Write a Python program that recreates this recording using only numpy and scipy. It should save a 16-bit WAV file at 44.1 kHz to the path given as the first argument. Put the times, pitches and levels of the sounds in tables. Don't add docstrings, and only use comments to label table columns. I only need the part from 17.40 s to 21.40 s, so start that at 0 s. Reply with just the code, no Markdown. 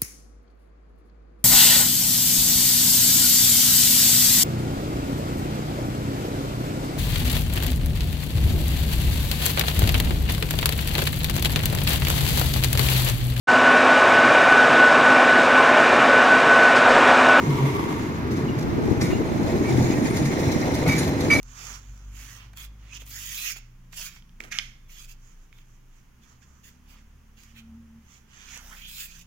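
import sys
import numpy as np
from scipy import signal
from scipy.fft import rfft, irfft
from scipy.io import wavfile
from scipy.ndimage import uniform_filter1d

SR = 44100
rng = np.random.default_rng(int(sys.argv[2]) if len(sys.argv) > 2 else 0)


def transcribe(signal):
    frames = np.atleast_2d(signal).T
    limited = np.clip(frames, -1, 1)
    pcm = np.round(limited * 32767).astype(np.int16)
    wavfile.write(sys.argv[1], SR, pcm)


N = 176400
T = np.arange(N) / SR
HZ = np.maximum(np.arange(N // 2 + 1) * SR / N, 1)
MIC_SPACING_S = 0.00049
CUTOFF_HZ = 15750
EVEN_S = 0.043


def amp(db):
    return 10 ** (np.asarray(db) / 20)


def rms_one(x):
    return x / np.sqrt(np.mean(x ** 2) + 1e-20)


def level(curve):
    return amp(np.interp(T, *np.transpose(curve)))


def drift(rate_hz):
    return rms_one(irfft(rfft(rng.standard_normal(N)) / (1 + (HZ / rate_hz) ** 2), N))


def colour(points):
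    hz, db = np.transpose(points)
    return amp(np.interp(np.log(HZ), np.log(hz), db))


def resonances(modes):
    response = 0
    for hz, width, db in modes:
        detuning = (HZ ** 2 - hz ** 2) / (HZ * width)
        response = response + amp(db) / np.sqrt(width) / (1 + 1j * detuning)
    return response


def echoes(count=6):
    echo_db, latest_s = -12.5, 0.02
    delays = rng.uniform(0.1044, 1, count) * latest_s
    return 1 + amp(echo_db) * sum(np.exp(-2j * np.pi * HZ * s) for s in delays)


def grains(per_s, spread_db):
    sizes = amp(spread_db * np.minimum(rng.exponential(1, N), 4))
    signs = rng.choice([-1, 1], N)
    return rms_one(sizes * signs * (rng.random(N) < per_s / SR))


def heard(response, direct, lead_ms, drive=None):
    source, mid, side = rfft(rng.standard_normal((3, N)))
    if drive is not None:
        source = rfft(drive)
    sign = np.array([[1], [-1]])
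    share = np.clip(direct, 0, 1)
    alike = np.sinc(2 * HZ * MIC_SPACING_S)
    diffuse = np.sqrt((1 + alike) / 2) * mid + sign * np.sqrt((1 - alike) / 2) * side
    delay = np.exp(1j * np.pi * HZ * sign * lead_ms / 1000)
    mixed = np.sqrt(share) * source * delay + np.sqrt(1 - share) * diffuse
    return rms_one(irfft(response * mixed, N))


def swung(x, lead):
    half = np.interp(T, *np.transpose(lead)) / 2
    return np.array([np.interp(T + half, T, x[0]), np.interp(T - half, T, x[1])])


def evened(x, window_s):
    power = uniform_filter1d(np.mean(x ** 2, axis=0), max(int(window_s * SR), 1))
    return x / np.sqrt(power + .01)


def fluttering(x, count=24):
    patchy_db, patch_rate_hz = 2.5, 48
    spectrum, centres = rfft(x), np.linspace(0, CUTOFF_HZ, count)
    out = 0
    for hz in centres:
        band = irfft(spectrum * np.maximum(1 - abs(HZ - hz) / centres[1], 0), N)
        out = out + band * amp(patchy_db * drift(patch_rate_hz))
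    return rms_one(out)


def burst(start, attack, decay, hold=0):
    age = np.maximum(T - start, 0)
    return np.minimum(age / attack, 1) * np.exp(-np.maximum(age - max(attack, hold), 0) / decay)


def swell(start, length):
    return np.sin(np.pi * np.clip((T - start) / length, 0, 1))


def note(hz, waver_hz):
    return np.sqrt(2) * np.sin(2 * np.pi * np.cumsum(hz + waver_hz * drift(57)) / SR)


def body(lumps_db=0.46, panel_db=-1.0):
    # time in seconds, level in dB.
    floor_level = [(0, -29.5), (.55, -33), (1, -28.5), (1.5, -37), (2.3, -32), (2.9, -32.5), (3.5, -28),
                   (4, -29.5)]
    # frequency in Hz, relative density in dB per Hz.
    floor_tone = [(20, -41), (38, -51), (58, -10), (90, -6), (125, -4.5), (165, -4), (230, -55),
                  (500, -118)]
    # time in seconds, level in dB before panel_db.
    panel_level = [(0, -25), (.3, -28.5), (.55, -27), (.82, -30), (.92, -24.5), (1.04, -24.5), (1.23, -29),
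                   (1.5, -27.5), (2.06, -28.5), (2.12, -24), (2.7, -24.5), (3.3, -25), (3.78, -24),
                   (4, -22)]
    # frequency in Hz, relative density in dB per Hz.
    panel_tone = [(70, -46), (150, -4.5), (210, -1.5), (270, 2.5), (370, -2.5), (460, -8), (600, -36.5),
                  (1000, -19.5), (2500, -60)]
    # start in seconds, length in seconds, level in dB before panel_db.
    shudders = [(1.36, 0.047, -23), (1.452, 0.06, -25), (1.578, 0.11, -22.5), (1.776, 0.06, -23.5),
                (1.989, 0.043, -20.5), (2.105, 0.082, -22.5), (2.191, 0.048, -21), (2.38, 0.069, -24),
                (2.487, 0.068, -25.5), (2.609, 0.03, -19.5), (3.54, 0.032, -23.5)]
    # start in seconds, level in dB.
    thuds = [(1.349, -23.5), (1.468, -22), (1.595, -25), (1.626, -22), (1.772, -22.5), (2.394, -15),
             (2.565, -25), (2.618, -37), (2.799, -19), (3.062, -17.5), (3.467, -13.5), (3.928, -17)]
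    # frequency in Hz, relative density in dB per Hz.
    thud_tone = [(25, -58), (60, 0), (120, 9), (200, 3.5), (300, 0.5), (480, -18.5), (900, -17.5),
                 (2500, -81)]
    thud_attack_s, thud_decay_s = 0.019, 0.014

    deep = level(floor_level) * heard(colour(floor_tone), direct=0.28, lead_ms=1.0)

    surges = sum((amp(db) * swell(s, length)) ** 2 for s, length, db in shudders)
    shaking = np.sqrt(level(panel_level) ** 2 + surges) * amp(lumps_db * drift(18))
    rumble = heard(colour(panel_tone), direct=0.93, lead_ms=0.29, drive=grains(900, 3.1))
    panels = shaking * evened(rumble, EVEN_S)

    jolts = sum(amp(db) * burst(s, thud_attack_s, thud_decay_s) for s, db in thuds)
    thudding = jolts * evened(heard(colour(thud_tone), direct=0.61, lead_ms=0.24), EVEN_S)
    return deep + amp(panel_db) * panels + thudding


def booms(waver_hz=3):
    # start in seconds, length in seconds, pitch in Hz, level in dB.
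    panel_booms = [(0.052, .115, 135.9, -19), (0.171, .17, 135.6, -20), (2.272, 0.26, 126, -21.5),
                   (2.781, 0.13, 146, -23.5), (3.488, 0.19, 160.3, -27)]
    out, waver = 0, waver_hz * drift(12.5)
    for s, length, hz, db in panel_booms:
        tone = np.sqrt(2) * np.sin(2 * np.pi * np.cumsum(hz + waver) / SR)
        out = out + amp(db) * swell(s, length) * tone
    return out


def crackle(count=18):
    grains_per_s, spread_db, width_hz = 260, 3.5, 270
    spectrum = 0
    for hz in np.linspace(2100, 14500, count):
        spectrum = spectrum + rfft(grains(grains_per_s, spread_db)) * resonances([(hz, width_hz, 0)])
    return irfft(spectrum, N)


def wheels(flutter_db=1.6, chatter_db=2.1):
    # time in seconds, level of the hiss in dB before flutter.
    rolling_level = [(0, -42.5), (.8, -47), (1.4, -46), (1.65, -42), (1.95, -43.5), (2.3, -38.5),
                     (2.8, -35.5), (3.15, -35.5), (3.4, -37), (3.62, -34), (3.78, -38.5), (4, -33)]
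    # frequency in Hz, relative density in dB per Hz.
    hiss_tone = [(600, 5.5), (1350, -12.5), (1900, 7.5), (2350, 5), (2750, -8), (4000, -6.5), (4800, -6.5),
                 (6700, -4), (7900, -17.5), (9200, -19), (10500, -17.5), (13000, -17.5), (16000, -21)]
    # frequency in Hz, width in Hz, relative level in dB.
    wheel_modes = [(1740, 180, -10), (2190, 280, 11), (4063, 82, 6), (5710, 51, -2.5), (6150, 50, 0),
                   (6760, 75, 7.5), (8920, 55, -2.5), (9280, 120, -5.5), (10450, 130, -7),
                   (12100, 240, -11), (13600, 270, -11)]
    # frequency in Hz, gain in dB.
    grit_tone = [(1500, 14), (2200, 5), (2900, 1), (4000, 3.5), (6600, -1.5), (8000, -0.5), (9200, -8),
                 (11000, -9.5), (13500, -11), (16000, -22)]
    ring_db, grit_db = -9.5, -8
    swell_db = 8

    hiss = fluttering(heard(colour(hiss_tone) * echoes(), direct=0.28, lead_ms=0.495))
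    ring = 0
    for hz, width, db in wheel_modes:
        mode = heard(resonances([(hz, width, 0)]), direct=0.29, lead_ms=0.525)
        ring = ring + amp(db + swell_db * np.tanh(drift(5.9))) * mode
    crushed = heard(colour(grit_tone), direct=0.94, lead_ms=0.553, drive=rms_one(crackle()))
    grit = amp(grit_db + chatter_db * drift(60)) * crushed
    loudness = level(rolling_level) * amp(flutter_db * drift(10.6))
    return loudness * (hiss + amp(ring_db) * rms_one(ring) + grit)


def singing():
    # start in seconds, length in seconds, pitch in Hz, level in dB.
    sung_modes = [(2.18, 0.52, 6850, -51), (2.48, 0.43, 9000, -52), (2.6, .28, 9350, -51),
                  (2.7, 0.9, 5730, -48), (2.85, 0.63, 4010, -50.5), (3.07, 0.13, 2070, -40)]
    width_hz = 67
    out = 0
    for s, length, hz, db in sung_modes:
        mode = heard(resonances([(hz, width_hz, 0)]), direct=0.4, lead_ms=0.515, drive=grains(320, 2.8))
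        out = out + amp(db) * swell(s, length) * mode
    return out


def squeaks(lead_ms=0.014, flutter_db=1.0, tone_lead_s=.000035):
    # start in seconds, contact in seconds, pitch in Hz,
    # level in dB, roughness (0 is all tone, 1 or more all scrape).
    rubs = [(1.612, 0.064, 2320, -38.5, 0.83), (1.7, 0.022, 2290, -34.5, 1.1),
            (2.24, 0.057, 2290, -36.5, 0.6), (3.461, 0.02, 2290, -30.5, 1.1),
            (3.484, .01, 2290, -26.5, 0.95), (3.494, 0.0063, 2295, -21.5, 0.3),
            (3.508, 0.033, 2288, -26.5, 0.37), (3.55, 0.021, 2310, -32, 0.2), (3.9, 0.015, 2308, -17, 0.24),
            (3.912, 0.026, 2277, -13, .06), (3.948, 0.021, 2274, -21.5, 0.16), (3.985, .03, 2277, -25, 0.1)]
    # start in seconds, length in seconds,
    # pitch in Hz, level in dB before the left-right tilt.
    shriek_modes = [(3.902, 0.019, 6150, -36), (3.903, .012, 4850, -36), (3.915, 0.012, 4800, -26.5),
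                    (3.927, 0.016, 6045, -33), (3.945, .028, 4070, -37), (3.91, 0.077, 10400, -46)]
    # frequency in Hz, relative level in dB.
    scrape_modes = [(1130, -6), (1215, -1.5), (1320, -2.5), (1470, -3), (1873, 2.5), (2040, 3.5), (2170, 6),
                    (2290, -2), (2440, -23), (4090, -14), (4785, -9), (6150, -10)]
    attack_s, release_s, shriek_attack_s = 0.0039, 0.0062, 0.011
    waver_hz, shriek_waver_hz, scrape_width_hz = 14.1, 29.9, 31
    free_ring_db, free_ring_s = -15, 0.042

    pitch = np.interp(T, [row[0] for row in rubs], [row[2] for row in rubs])
    tone = note(pitch, waver_hz) * amp(flutter_db * drift(70))
    tone = np.array([tone, np.interp(T - tone_lead_s, T, tone)])
    scraped = resonances([(hz, scrape_width_hz, db) for hz, db in scrape_modes])
    scrape = evened(heard(scraped, direct=0.33, lead_ms=lead_ms), EVEN_S)

    clean_power = rough_power = 0
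    for s, length, _, db, roughness in rubs:
        rub = amp(db) * burst(s, attack_s, release_s, length)
        ring = amp(db + free_ring_db) * burst(s, attack_s, free_ring_s, length)
        share = np.clip(roughness, 0, 1)
        clean_power = clean_power + (1 - share) * (rub ** 2 + ring ** 2)
        rough_power = rough_power + share * rub ** 2

    shrieks = 0
    for s, length, hz, db in shriek_modes:
        envelope = burst(s, shriek_attack_s, release_s, length)
        shrieks = shrieks + amp(db) * envelope * note(hz, shriek_waver_hz)
    tilt = amp([[-1], [1]])
    return (np.sqrt(clean_power) * tone + shrieks) * tilt + np.sqrt(rough_power) * scrape


def clanks():
    # start in seconds, level of the rattle in dB, decay in seconds.
    knocks = [(.906, -41, 0.025), (0.963, -42.5, 0.011), (1.18, -41, 0.014), (1.203, -42, .008),
              (1.218, -41.5, 0.0087), (1.606, -30.5, 0.026), (1.645, -40.5, 0.055), (1.702, -54, .03),
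              (2.024, -44, 0.0085), (2.42, -37.5, .013), (2.76, -32.5, 0.019), (2.85, -33, .014),
              (3.113, -31.5, 0.0086), (3.338, -33.5, .014), (3.472, -29.5, .037), (3.515, -33, .03),
              (3.576, -29.5, 0.029), (3.62, -38, 0.037), (3.67, -35.5, 0.016), (3.801, -33, 0.011),
              (3.9, -34, .03), (3.926, -28, 0.026)]
    # frequency in Hz, relative density in dB per Hz.
    rattle_tone = [(500, -19), (1200, 6.5), (2200, 12.5), (2900, -2), (4000, 7), (6600, 7.5), (8200, -6),
                   (9400, -4), (11000, -6), (12800, -17), (16000, -24)]
    # frequency in Hz, width in Hz, relative level in dB.
    steel_modes = [(3725, 85, 6.5), (4500, 140, -3), (5830, 100, 7), (6780, 210, -16), (8100, 23, -11),
                   (9100, 110, 1), (11350, 89, 3), (12640, 410, 4), (14200, 160, -3)]
    # start in seconds, pitch in Hz, level in dB, decay in seconds.
    fittings = [(1.079, 2859, -39.5, .016), (1.608, 5636, -37, 0.019), (1.618, 6670, -46, .018),
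                (1.619, 7650, -43, .016), (1.62, 9512, -48, 0.037), (1.703, 3680, -49, .018),
                (1.72, 2810, -39.5, 0.021), (3.487, 3720, -40.5, 0.029), (3.574, 6800, -34, .012),
                (3.582, 9249, -32.5, .01), (3.68, 14400, -49, .018)]
    knock_attack_s, clink_attack_s, clink_waver_hz = .01, 0.011, 18
    ring_db, grain_db, mode_spread_db = -6.5, 2, 6
    chatter_db = 4.5

    force = np.sqrt(sum((amp(db) * burst(s, knock_attack_s, decay)) ** 2 for s, db, decay in knocks))
    clumps = grains(2200, grain_db) * amp(chatter_db * drift(150))
    contacts = evened(np.array([clumps]), EVEN_S)[0]
    rattle = heard(colour(rattle_tone) * echoes(), direct=0.64, lead_ms=0.13, drive=contacts)
    ring = 0
    for hz, width, db in steel_modes:
        mode = heard(resonances([(hz, width, 0)]), direct=0.076, lead_ms=0.11, drive=contacts)
        ring = ring + amp(db + mode_spread_db * np.tanh(drift(15))) * mode
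    clinks = 0
    for s, hz, db, decay in fittings:
        clinks = clinks + amp(db) * burst(s, clink_attack_s, decay) * note(hz, clink_waver_hz)
    return force * (rattle + amp(ring_db) * rms_one(ring)) + clinks


def gears(flutter_db=2.0):
    # time in seconds, level in dB before flutter.
    whirr_level = [(0, -42), (.9, -44.5), (1.4, -39.5), (1.85, -41), (2.2, -38), (2.85, -38), (3.3, -34.5),
                   (3.6, -36), (4, -36.5)]
    # frequency in Hz, relative density in dB per Hz.
    whirr_tone = [(250, -12), (420, -10), (530, 6.5), (750, 1.5), (950, -2), (1350, -32), (1900, -32),
                  (3000, -60)]
    # time in seconds, lead of the left microphone in seconds.
    left_lead = [(0, 0.0002), (2, 0.00031), (3, 0.0002), (4, 0.00038)]
    # frequency in Hz, width in Hz, relative level in dB.
    whirr_notes = [(263, 5.3, 0), (496.6, 11.5, 6.5), (593.5, 21, 3), (640.4, 21, 0.5), (750.4, 17, -1.5)]
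    # time in seconds, level in dB before flutter.
    notes_level = [(0, -48), (1.3, -47), (2.2, -38), (2.9, -42), (3.35, -32.5), (4, -33.5)]
    whirr = swung(heard(colour(whirr_tone) * echoes(), direct=0.83, lead_ms=0), left_lead)
    notes = heard(resonances(whirr_notes), direct=0.56, lead_ms=0.11)
    return amp(flutter_db * drift(19)) * (level(whirr_level) * whirr + level(notes_level) * notes)


def draught(gust_db=5.0):
    # time in seconds, level in dB.
    draught_level = [(0, -37), (.45, -34), (.7, -42), (1.05, -32.5), (1.35, -25.5), (1.8, -24.5),
                     (2.15, -25), (2.65, -26), (2.95, -32), (3.3, -32.5), (3.6, -47), (4, -28)]
    # frequency in Hz, relative density in dB per Hz.
    draught_tone = [(20, -26), (38, -24), (60, -2.5), (110, 1), (190, -4), (330, 0.5), (520, -16),
                    (800, -17.5), (2000, -53)]
    eddies = irfft(rfft(rng.standard_normal((2, N))) * colour(draught_tone), N)
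    gusts = amp(gust_db * np.array([drift(39), drift(52)]))
    return level(draught_level) * rms_one(eddies * gusts)


def traffic(road_roughness_db=1.5, tread_db=1.7):
    # frequency in Hz, relative density in dB per Hz.
    street_tone = [(25, -32), (80, 2), (300, -3), (650, -14), (1000, -7), (1450, -9.5), (2200, -15.5),
                   (3000, -21.5), (6500, -32), (8200, -80), (12500, -33), (16000, -59)]
    # frequency in Hz, relative density in dB per Hz.
    tyre_tone = [(200, -14), (420, 7), (650, -16), (950, 4), (1150, 1), (1400, -15), (1700, -19),
                 (2100, -4), (2600, -17.5), (3300, -14.5), (4500, -24.5), (7000, -24.5), (9000, -31),
                 (12500, -26.5), (16000, -39)]
    street_db, van_db = -34.5, -29
    nearest_s, width_s = 0.29, 0.26
    nearness = 1 / (1 + ((T - nearest_s) / width_s) ** 2)
    far = amp(street_db) * heard(colour(street_tone), direct=0.44, lead_ms=-0.38)
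    patter = heard(colour(tyre_tone) * echoes(), direct=0.18, lead_ms=-0.2, drive=grains(700, 2.5))
    flutter = road_roughness_db * drift(22) + tread_db * drift(100)
    return far + amp(van_db + flutter) * nearness * evened(patter, EVEN_S)


def scene():
    tram = body() + booms() + wheels() + singing() + squeaks() + clanks() + gears()
    return tram + draught() + traffic()


def record(dry):
    return signal.sosfilt(signal.ellip(12, .1, 90, CUTOFF_HZ, fs=SR, output="sos"), dry)


dry = scene()
out = record(dry)
transcribe(out)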